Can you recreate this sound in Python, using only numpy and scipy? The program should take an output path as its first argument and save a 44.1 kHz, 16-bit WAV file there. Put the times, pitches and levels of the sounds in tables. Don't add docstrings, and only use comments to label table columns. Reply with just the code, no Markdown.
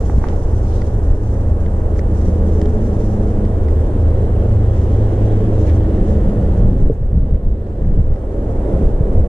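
import sys
import numpy as np
from scipy import signal
from scipy.fft import rfft, irfft
from scipy.io import wavfile
from scipy.ndimage import uniform_filter1d, minimum_filter1d

SR = 44100
rng = np.random.default_rng(int(sys.argv[2]) if len(sys.argv) > 2 else 0)


def log_audio(samples):
    frames = np.atleast_2d(samples).T
    limited = np.clip(frames, -1, 1)
    pcm = np.round(limited * 32767).astype(np.int16)
    wavfile.write(sys.argv[1], SR, pcm)


N = 409248
T = np.arange(N) / SR
FREQS_HZ = np.fft.rfftfreq(N, 1 / SR)


def amp(db):
    return 10 ** (np.asarray(db) / 20)


def unit(x):
    return x / np.sqrt(np.mean(x ** 2) + 1e-20)


def curve_at(points, hz):
    freqs, values = np.transpose(points)
    return np.interp(np.log(hz + 1), np.log(freqs + 1), values)


def add(mix, start_s, sound):
    part = mix[..., round(start_s * SR):][..., :sound.shape[-1]]
    part += sound[..., :part.shape[-1]]


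def shaped_noise(gains):
    return unit(irfft(rfft(rng.standard_normal(N)) * gains, N))


def drift(rate_hz):
    return shaped_noise(np.exp(-.5 * (FREQS_HZ / rate_hz) ** 2))


def band(low_hz, high_hz):
    bandpass = signal.butter(2, [low_hz, high_hz], "band", fs=SR, output="sos")
    return unit(signal.sosfilt(bandpass, rng.standard_normal((2, N))))


def eased(gain):
    return uniform_filter1d(uniform_filter1d(gain, size=250), size=250)


def bell(peak_s, half_s):
    return np.exp(-((T - peak_s) / half_s) ** 2)


def swells(rows, rest_db):
    power = sum((amp(db) * bell(peak_s, half_s)) ** 2 for peak_s, half_s, db in rows)
    return np.sqrt(amp(rest_db) ** 2 + power)


def strike(modes, tilt_db, scuff_s, lowpass_hz, order=4, size=8000):
    t = np.arange(size) / SR
    ring = np.zeros(size)
    for hz, db, t60_s in modes:
        decay = amp(db + tilt_db * np.log2(hz) - 60 * t / t60_s)
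        ring += decay * np.sin(2 * np.pi * hz * rng.uniform(.96, 1.04) * t)
    push = rng.standard_normal(size) * np.exp(-t / scuff_s) / np.sqrt(SR / 400)
    push[0] = 1
    lowpass = signal.butter(order, lowpass_hz, fs=SR, output="sos")
    hit = signal.sosfilt(lowpass, signal.fftconvolve(ring, push)[:size])
    return hit / abs(hit).max()


# freq_hz, likeness (0-1)
PORT_LIKENESS = [(150, 1), (300, .994), (550, .975), (850, .79), (1500, .67), (2000, .48), (2350, .15),
                 (3000, .62), (4000, .58), (5000, .15), (6200, .4), (10000, .1)]
# freq_hz, left_lead_rad
PORT_PHASE = [(120, 0), (300, -.12), (620, -.3), (950, 1.35), (1600, 1.7), (2250, 1.4), (2500, -.3),
              (4300, 0), (5200, 2.7), (10000, 2.6)]
# freq_hz, left_minus_right_db
PORT_BALANCE = [(200, 0), (320, -1), (490, -3.5), (740, -10), (1130, -5.5), (1700, 1.8), (2050, 4),
                (2700, .5), (7000, 0), (9000, -3), (13000, 0)]
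def airborne(spectrum, patchy_db, size=1024):
    hop, hz = size // 4, np.fft.rfftfreq(size, 1 / SR)
    draws = rng.standard_normal((5, N // hop + 5, len(hz)))
    left, unrelated = draws[0] + 1j * draws[1], draws[2] + 1j * draws[3]
    patches = unit(uniform_filter1d(uniform_filter1d(draws[4], size=14, axis=0), size=7, axis=1))
    likeness = np.clip(curve_at(PORT_LIKENESS, hz), 0, 1)
    right = likeness * left + np.sqrt(1 - likeness ** 2) * unrelated
    right *= np.exp(-1j * curve_at(PORT_PHASE, hz))
    lean = amp(curve_at(PORT_BALANCE, hz) / 2)
    ports = np.array([left * lean, right / lean]) * amp(curve_at(spectrum, hz) + patchy_db * patches)
    _, noise = signal.istft(ports, nperseg=size, noverlap=size - hop, time_axis=1, freq_axis=2)
    return unit(noise[:, :N])


# freq_hz, level_db
HISS_EQ = [(1000, -6), (5000, -0.5), (8000, 4.5), (10000, 1.5), (11300, -5), (12500, -12), (14000, -33)]
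def electronics(frame_hz=59.94, whine_hz=8515):
    pulse = (.5 + .5 * np.cos(2 * np.pi * frame_hz * T)) ** 2
    whine = unit(pulse * np.sin(2 * np.pi * whine_hz * T + 1.3 * drift(45)))
    return amp([[-80], [-65.5]]) * whine + amp(-62) * airborne(HISS_EQ, patchy_db=0)


# freq_hz, level_db
ROAR_EQ = [(60, 3), (140, -4), (200, -2), (270, -1.5), (370, -1.5), (490, -1), (580, -7), (800, -22.5),
           (1100, -37), (2300, -42.5), (9000, -75)]
TYRE_EQ = [(400, 2.5), (800, 6.5), (1100, 0), (1400, -3.5), (1800, -7.5), (2350, -20), (3200, -25),
           (4500, -38.5), (9000, -49)]
TREAD_EQ = [(900, 1), (1800, 7), (2350, -3.5), (3100, -1.5), (3700, -6), (4400, -10), (8000, -20.5),
            (12000, -38)]
# nearest_s, roar_db, tyre_db, tread_db
PASS_BYS = [(2.95, -26, -47.5, -56.5), (4.05, -26.5, -53.5, -55), (5.1, -26.5, -51.5, -50),
            (5.901, -23, -47, -49), (7.5, -23, -47, -50.5), (8.821, -20, -44.5, -58.5)]
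def traffic(distance_m=7.44, speed_m_per_s=15.1):
    power = amp([[-25.5], [-37], [-72.5]]) ** 2
    for nearest_s, *levels_db in PASS_BYS:
        nearness = distance_m / np.hypot(distance_m, speed_m_per_s * (T - nearest_s))
        power = power + np.outer(amp(levels_db), nearness) ** 2
    roar, tyres, tread = np.sqrt(power)
    return (roar * airborne(ROAR_EQ, patchy_db=1)
            + tyres * airborne(TYRE_EQ, patchy_db=-.05)
            + tread * airborne(TREAD_EQ, patchy_db=1.7))


# time_s, lower_db, upper_db
DRONE_RIDE = [(0, -21, -30), (.4, -20, -28), (.55, -20, -19), (1.4, -18, -23), (2.5, -16.5, -23.5),
              (3.4, -16.5, -20), (4.15, -14.5, -21.5), (4.6, -17.5, -17), (5.15, -18, -14),
              (5.8, -16.5, -17.5), (6.3, -19, -26), (8.1, -20, -27), (9.25, -34, -38)]
# centre_s, half_length_s, gain_db, engine_order
DRONE_DIPS = [(1.25, .06, -8, 3), (1.65, .1, -12, 4), (1.93, .08, -12, 4), (2.5, .1, -15, 4),
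              (2.78, .06, -7, 3), (3.05, .12, -13, 3), (3.65, .1, -12, 4), (3.9, .07, -15, 3),
              (4.85, .08, -7, 4), (5.05, .09, -14, 3), (5.35, .13, -20, 3), (5.45, .04, -5, 4),
              (5.69, .04, -7, 4), (6, .09, -10, 3), (6.2, .15, -13, 4)]
def diesel_drone(cycle_phase, orders=(3, 4), waver_db=2.1):
    times_s, *rides_db = np.transpose(DRONE_RIDE)
    out = np.zeros(N)
    for order, ride_db in zip(orders, rides_db):
        dip_db = sum(db * bell(s, half_s) for s, half_s, db, note in DRONE_DIPS if round(note) == order)
        gain = amp(np.interp(T, times_s, ride_db) + dip_db + waver_db * drift(4.5))
        out += gain * np.sin(order * cycle_phase + .4 * drift(5.5))
    return out


# engine_order, level_db
GROWL_PARTIALS = [(6, -9), (7, -1), (8, -1.5), (9, -7), (12, -4.5), (16, -8)]
# peak_s, half_length_s, level_db, favoured_order
GROWL_SWELLS = [(1.6, 0.34, -39, 7), (2.243, .22, -36.5, 7), (2.58, 0.29, -29.5, 16),
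                (2.85, 0.32, -33.5, 9), (3.202, 0.35, -30.5, 8), (4.55, 0.42, -39.5, 8),
                (5.45, .25, -31, 12), (5.82, 0.41, -31, 12), (6.155, 0.27, -31.5, 8), (6.5, 0.21, -33.5, 7),
                (7.586, 0.28, -31.5, 8)]
def diesel_growl(cycle_phase, favour_db=7.5, waver_db=3.15, smear_rad=.09):
    out = np.zeros(N)
    for order, level_db in GROWL_PARTIALS:
        rows = [(peak_s, half_s, db + favour_db * (round(favoured) == round(order)))
                for peak_s, half_s, db, favoured in GROWL_SWELLS]
        gain = swells(rows, rest_db=-40) * amp(level_db + waver_db * drift(9.8))
        out += gain * np.sin(round(order) * cycle_phase + order * smear_rad * drift(5))
    return out


def diesel(cycle_hz=26.26, leaves_s=6.9, sag_hz_per_s=.35):
    speed_hz = cycle_hz - sag_hz_per_s * np.maximum(T - leaves_s, 0)
    cycle_phase = 2 * np.pi * np.cumsum(speed_hz * (1 + .0029 * drift(1.66))) / SR
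    return np.sqrt(2) * (diesel_drone(cycle_phase) + diesel_growl(cycle_phase))


# freq_hz, level_db
RUMBLE_EQ = [(5, -29.5), (16, 2), (28, 0), (48, -1.5), (64, -3), (85, -10), (115, -15.5), (180, -26),
             (300, -35), (600, -50.5), (1500, -94.5), (4000, -120)]
SCRAPE_EQ = [(50, -10.5), (95, 4.5), (180, 8), (280, -8), (450, -21), (1000, -64), (4000, -120)]
# peak_s, half_length_s, rumble_db, scrape_db
BODY_MOVES = [(0.172, 0.033, -9.5, -19.5), (1.12, 0.06, -11, -30), (6.2, 0.26, -18, -29),
              (6.68, 0.09, -7, -14), (6.85, .07, -4, -21), (7.03, .07, -5, -24), (7.19, .08, -4, -11),
              (7.34, .05, -4, -18), (7.49, 0.06, -2, -19), (7.88, 0.1, -6, -17), (8.01, .045, 0, -22),
              (8.11, .04, -4, -27), (8.73, .1, -24, -25), (8.9, .055, -7, -29), (9.01, 0.035, -7, -19),
              (9.19, 0.065, -4.5, -42)]
def buffeting():
    shaking = swells([(s, half_s, db) for s, half_s, db, _ in BODY_MOVES], rest_db=-16)
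    scraping = swells([(s, half_s, db) for s, half_s, _, db in BODY_MOVES], rest_db=-41)
    rumble = shaped_noise(amp(curve_at(RUMBLE_EQ, FREQS_HZ)))
    scrape = shaped_noise(amp(curve_at(SCRAPE_EQ, FREQS_HZ)))
    rumble /= np.sqrt(uniform_filter1d(rumble ** 2, size=6000))
    air = amp(-24.5) * band(22, 140)
    return shaking * amp(.2 * drift(13)) * (rumble + air) + scraping * amp(2 * drift(3.5)) * scrape


# freq_hz, level_db
CLOTH_EQ = [(1500, -15), (3000, -7), (4300, -8), (5400, -2), (6300, 0), (7500, -4), (8200, -10.5),
            (10000, -14), (13000, -22)]
# peak_s, half_length_s, level_db
SLEEVE_STROKES = [(.1, 0.48, -52.5), (.7, 0.32, -55), (1.3, 0.14, -58), (1.98, 0.021, -53),
                  (2.185, 0.044, -53.5), (2.29, 0.087, -54), (2.57, 0.12, -54.5), (2.72, 0.068, -57),
                  (2.85, 0.055, -52.5), (3.06, 0.27, -56.5), (4.83, .18, -56.5), (5.3, 0.38, -63),
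                  (5.68, 0.15, -56), (6.07, 0.073, -54.5)]
def sleeve_rustle():
    gain = swells(SLEEVE_STROKES, rest_db=-61.5) * amp(2 * drift(25))
    return gain * airborne(CLOTH_EQ, patchy_db=.6)


# peak_s, half_length_s, level_db, low_hz, high_hz
HAND_SLIDES = [(0.272, 0.078, -40, 550, 1700), (.75, 0.095, -53, 2200, 5500), (0.767, .04, -59, 3750, 4100),
               (2.185, .018, -59, 4600, 5700), (5.69, .025, -43.5, 1400, 2470)]
def hand_slides():
    return sum(amp(db) * bell(peak_s, half_s) * band(low_hz, high_hz)
               for peak_s, half_s, db, low_hz, high_hz in HAND_SLIDES)


# pitch_hz, level_db, t60_s
REEL_MODES = [(900, 10, .01), (1400, 1, .009), (1930, 7, .011), (2150, -6, .012), (3150, -5, .011),
              (3600, -8, .008), (4300, -8, .006), (4850, -5, .007), (5500, -5.5, .007), (6800, -9, .005)]
# start_s, level_db, ring_hz, scuff_s, lowpass_hz
REEL_CLICKS = [(.2865, -21, 3200, .0007, 6000), (.8185, -23.5, 1400, .003, 5600),
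               (1.662, -27.5, 3600, .001, 3700), (1.961, -33, 2100, .004, 7200),
               (1.993, -21, 1950, .0012, 7200), (2.616, -21, 3150, .001, 7000),
               (2.658, -24.5, 3300, .001, 6800), (3.452, -31, 3200, .002, 6500),
               (3.685, -30, 1700, .002, 5500), (5.698, -26.5, 1600, .004, 4800),
               (7.357, -26.5, 2300, .001, 2700), (7.668, -30, 2300, .002, 5000),
               (7.821, -30.5, 2200, .002, 4000), (7.848, -31.5, 1700, .004, 3000),
               (7.918, -33, 2500, .004, 4000), (8.139, -31.5, 4000, .003, 4500),
               (8.161, -31, 2300, .002, 5000)]
def reel_clicks(ring_db=7.5, ring_octaves=.17, tilt_db=3, pan_left_db=5):
    out = np.zeros((2, N))
    pan_db = np.array([[pan_left_db], [-pan_left_db]]) / 2
    for start_s, level_db, ring_hz, scuff_s, lowpass_hz in REEL_CLICKS:
        modes = [(hz, db + ring_db * np.exp(-(np.log2(hz / ring_hz) / ring_octaves) ** 2), t60_s)
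                 for hz, db, t60_s in REEL_MODES]
        ports = np.array([strike(modes, tilt_db, scuff_s, lowpass_hz) for _ in range(2)])
        add(out, start_s, amp(level_db + pan_db) * ports)
    return out


# pitch_hz, level_db, t60_s
GRIP_MODES = [(300, 4, .025), (520, 3, .025), (720, 5, .022), (860, 5.5, .02), (1120, 0, .016),
              (1500, -2, .012), (1880, -1, .013)]
# start_s, level_db, tilt_db_per_octave, scuff_s, lowpass_hz
GRIP_KNOCKS = [(.0975, -8, -4, .0007, 2100), (.214, -16, -5, .012, 950), (.2405, -6.5, -2.5, .002, 2000),
               (.268, -22, 0, .01, 2100), (.300, -14.5, -7, .005, 950), (.325, -20, -6, .012, 900)]
def grip_knocks():
    out = np.zeros((2, N))
    for start_s, db, tilt_db, scuff_s, lowpass_hz in GRIP_KNOCKS:
        knock = strike(GRIP_MODES, tilt_db, scuff_s, lowpass_hz, order=8)
        add(out, start_s, amp([[db - 6], [db]]) * knock)
    return out


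# pitch_hz, level_db, t60_s
HOUSING_MODES = [(62, 13, 0.075), (119, 17, 0.055), (188, 8, 0.035), (285, 3, 0.04), (404, -12, .08),
                 (450, 3, 0.045), (550, -7, .025)]
# start_s, level_db, tilt_db_per_octave, lowpass_hz
HOUSING_BUMPS = [(0.177, -4, -2, 260), (6.012, -6, 5, 400), (6.272, -9, 5, 350), (6.378, -2, 5, 300),
                 (6.413, -6, 3, 320), (6.514, -9, 1, 350), (6.67, 1, 4, 220), (6.729, 1, 5, 330),
                 (6.765, -5, 6, 480), (6.838, 3, -3, 250), (6.851, -2, 5, 350), (6.8975, 10, 13, 550),
                 (6.903, 4, 5, 330), (7.005, 0, 0, 180), (7.128, 3, 5, 260), (7.172, 3, 1, 190),
                 (7.228, 4, 2, 220), (7.32, 2, -5, 150), (7.465, 3, -12, 120), (7.822, -4, -1, 190),
                 (7.892, -1, 2, 200), (7.92, 0, -4, 160), (7.991, 0, -2, 180), (8.1, -2, -7, 130),
                 (8.495, -8, -4, 130), (9.005, -3, 0, 180)]
def housing_bumps():
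    out = np.zeros(N)
    for start_s, db, tilt_db, lowpass_hz in HOUSING_BUMPS:
        thud = strike(HOUSING_MODES, tilt_db, scuff_s=.0005, lowpass_hz=lowpass_hz, order=6)
        add(out, start_s, amp(db) * thud)
    return out


def scene():
    bridge = traffic() + diesel()
    angler = buffeting() + sleeve_rustle() + hand_slides() + reel_clicks() + grip_knocks()
    return bridge + angler + housing_bumps() + electronics()


def record(dry, threshold_db=-8, attack_db_per_s=35, recovery_db_per_s=10.5, ceiling=.85, top_hz=14300):
    level_db = 10 * np.log10(abs(uniform_filter1d((dry ** 2).mean(0), size=600)) + 1e-12)
    recovery_ramp, attack_ramp = T * recovery_db_per_s, T * attack_db_per_s
    held_db = np.maximum.accumulate(level_db + recovery_ramp) - recovery_ramp
    over_db = np.maximum(held_db - threshold_db, 0)
    duck_db = np.minimum.accumulate(over_db - attack_ramp) + attack_ramp
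    ducked = dry / amp(eased(duck_db))
    limiter_gain = np.minimum(ceiling / (abs(ducked).max(0) + 1e-9), 1)
    limited = ducked * eased(minimum_filter1d(limiter_gain, size=500))
    end_fades = signal.windows.tukey(N, .002)
    high_cut = signal.firwin(511, top_hz, window=("kaiser", 9), fs=SR)
    return signal.oaconvolve(limited * end_fades, high_cut[None], "same")


dry = scene()
out = record(dry)
log_audio(out)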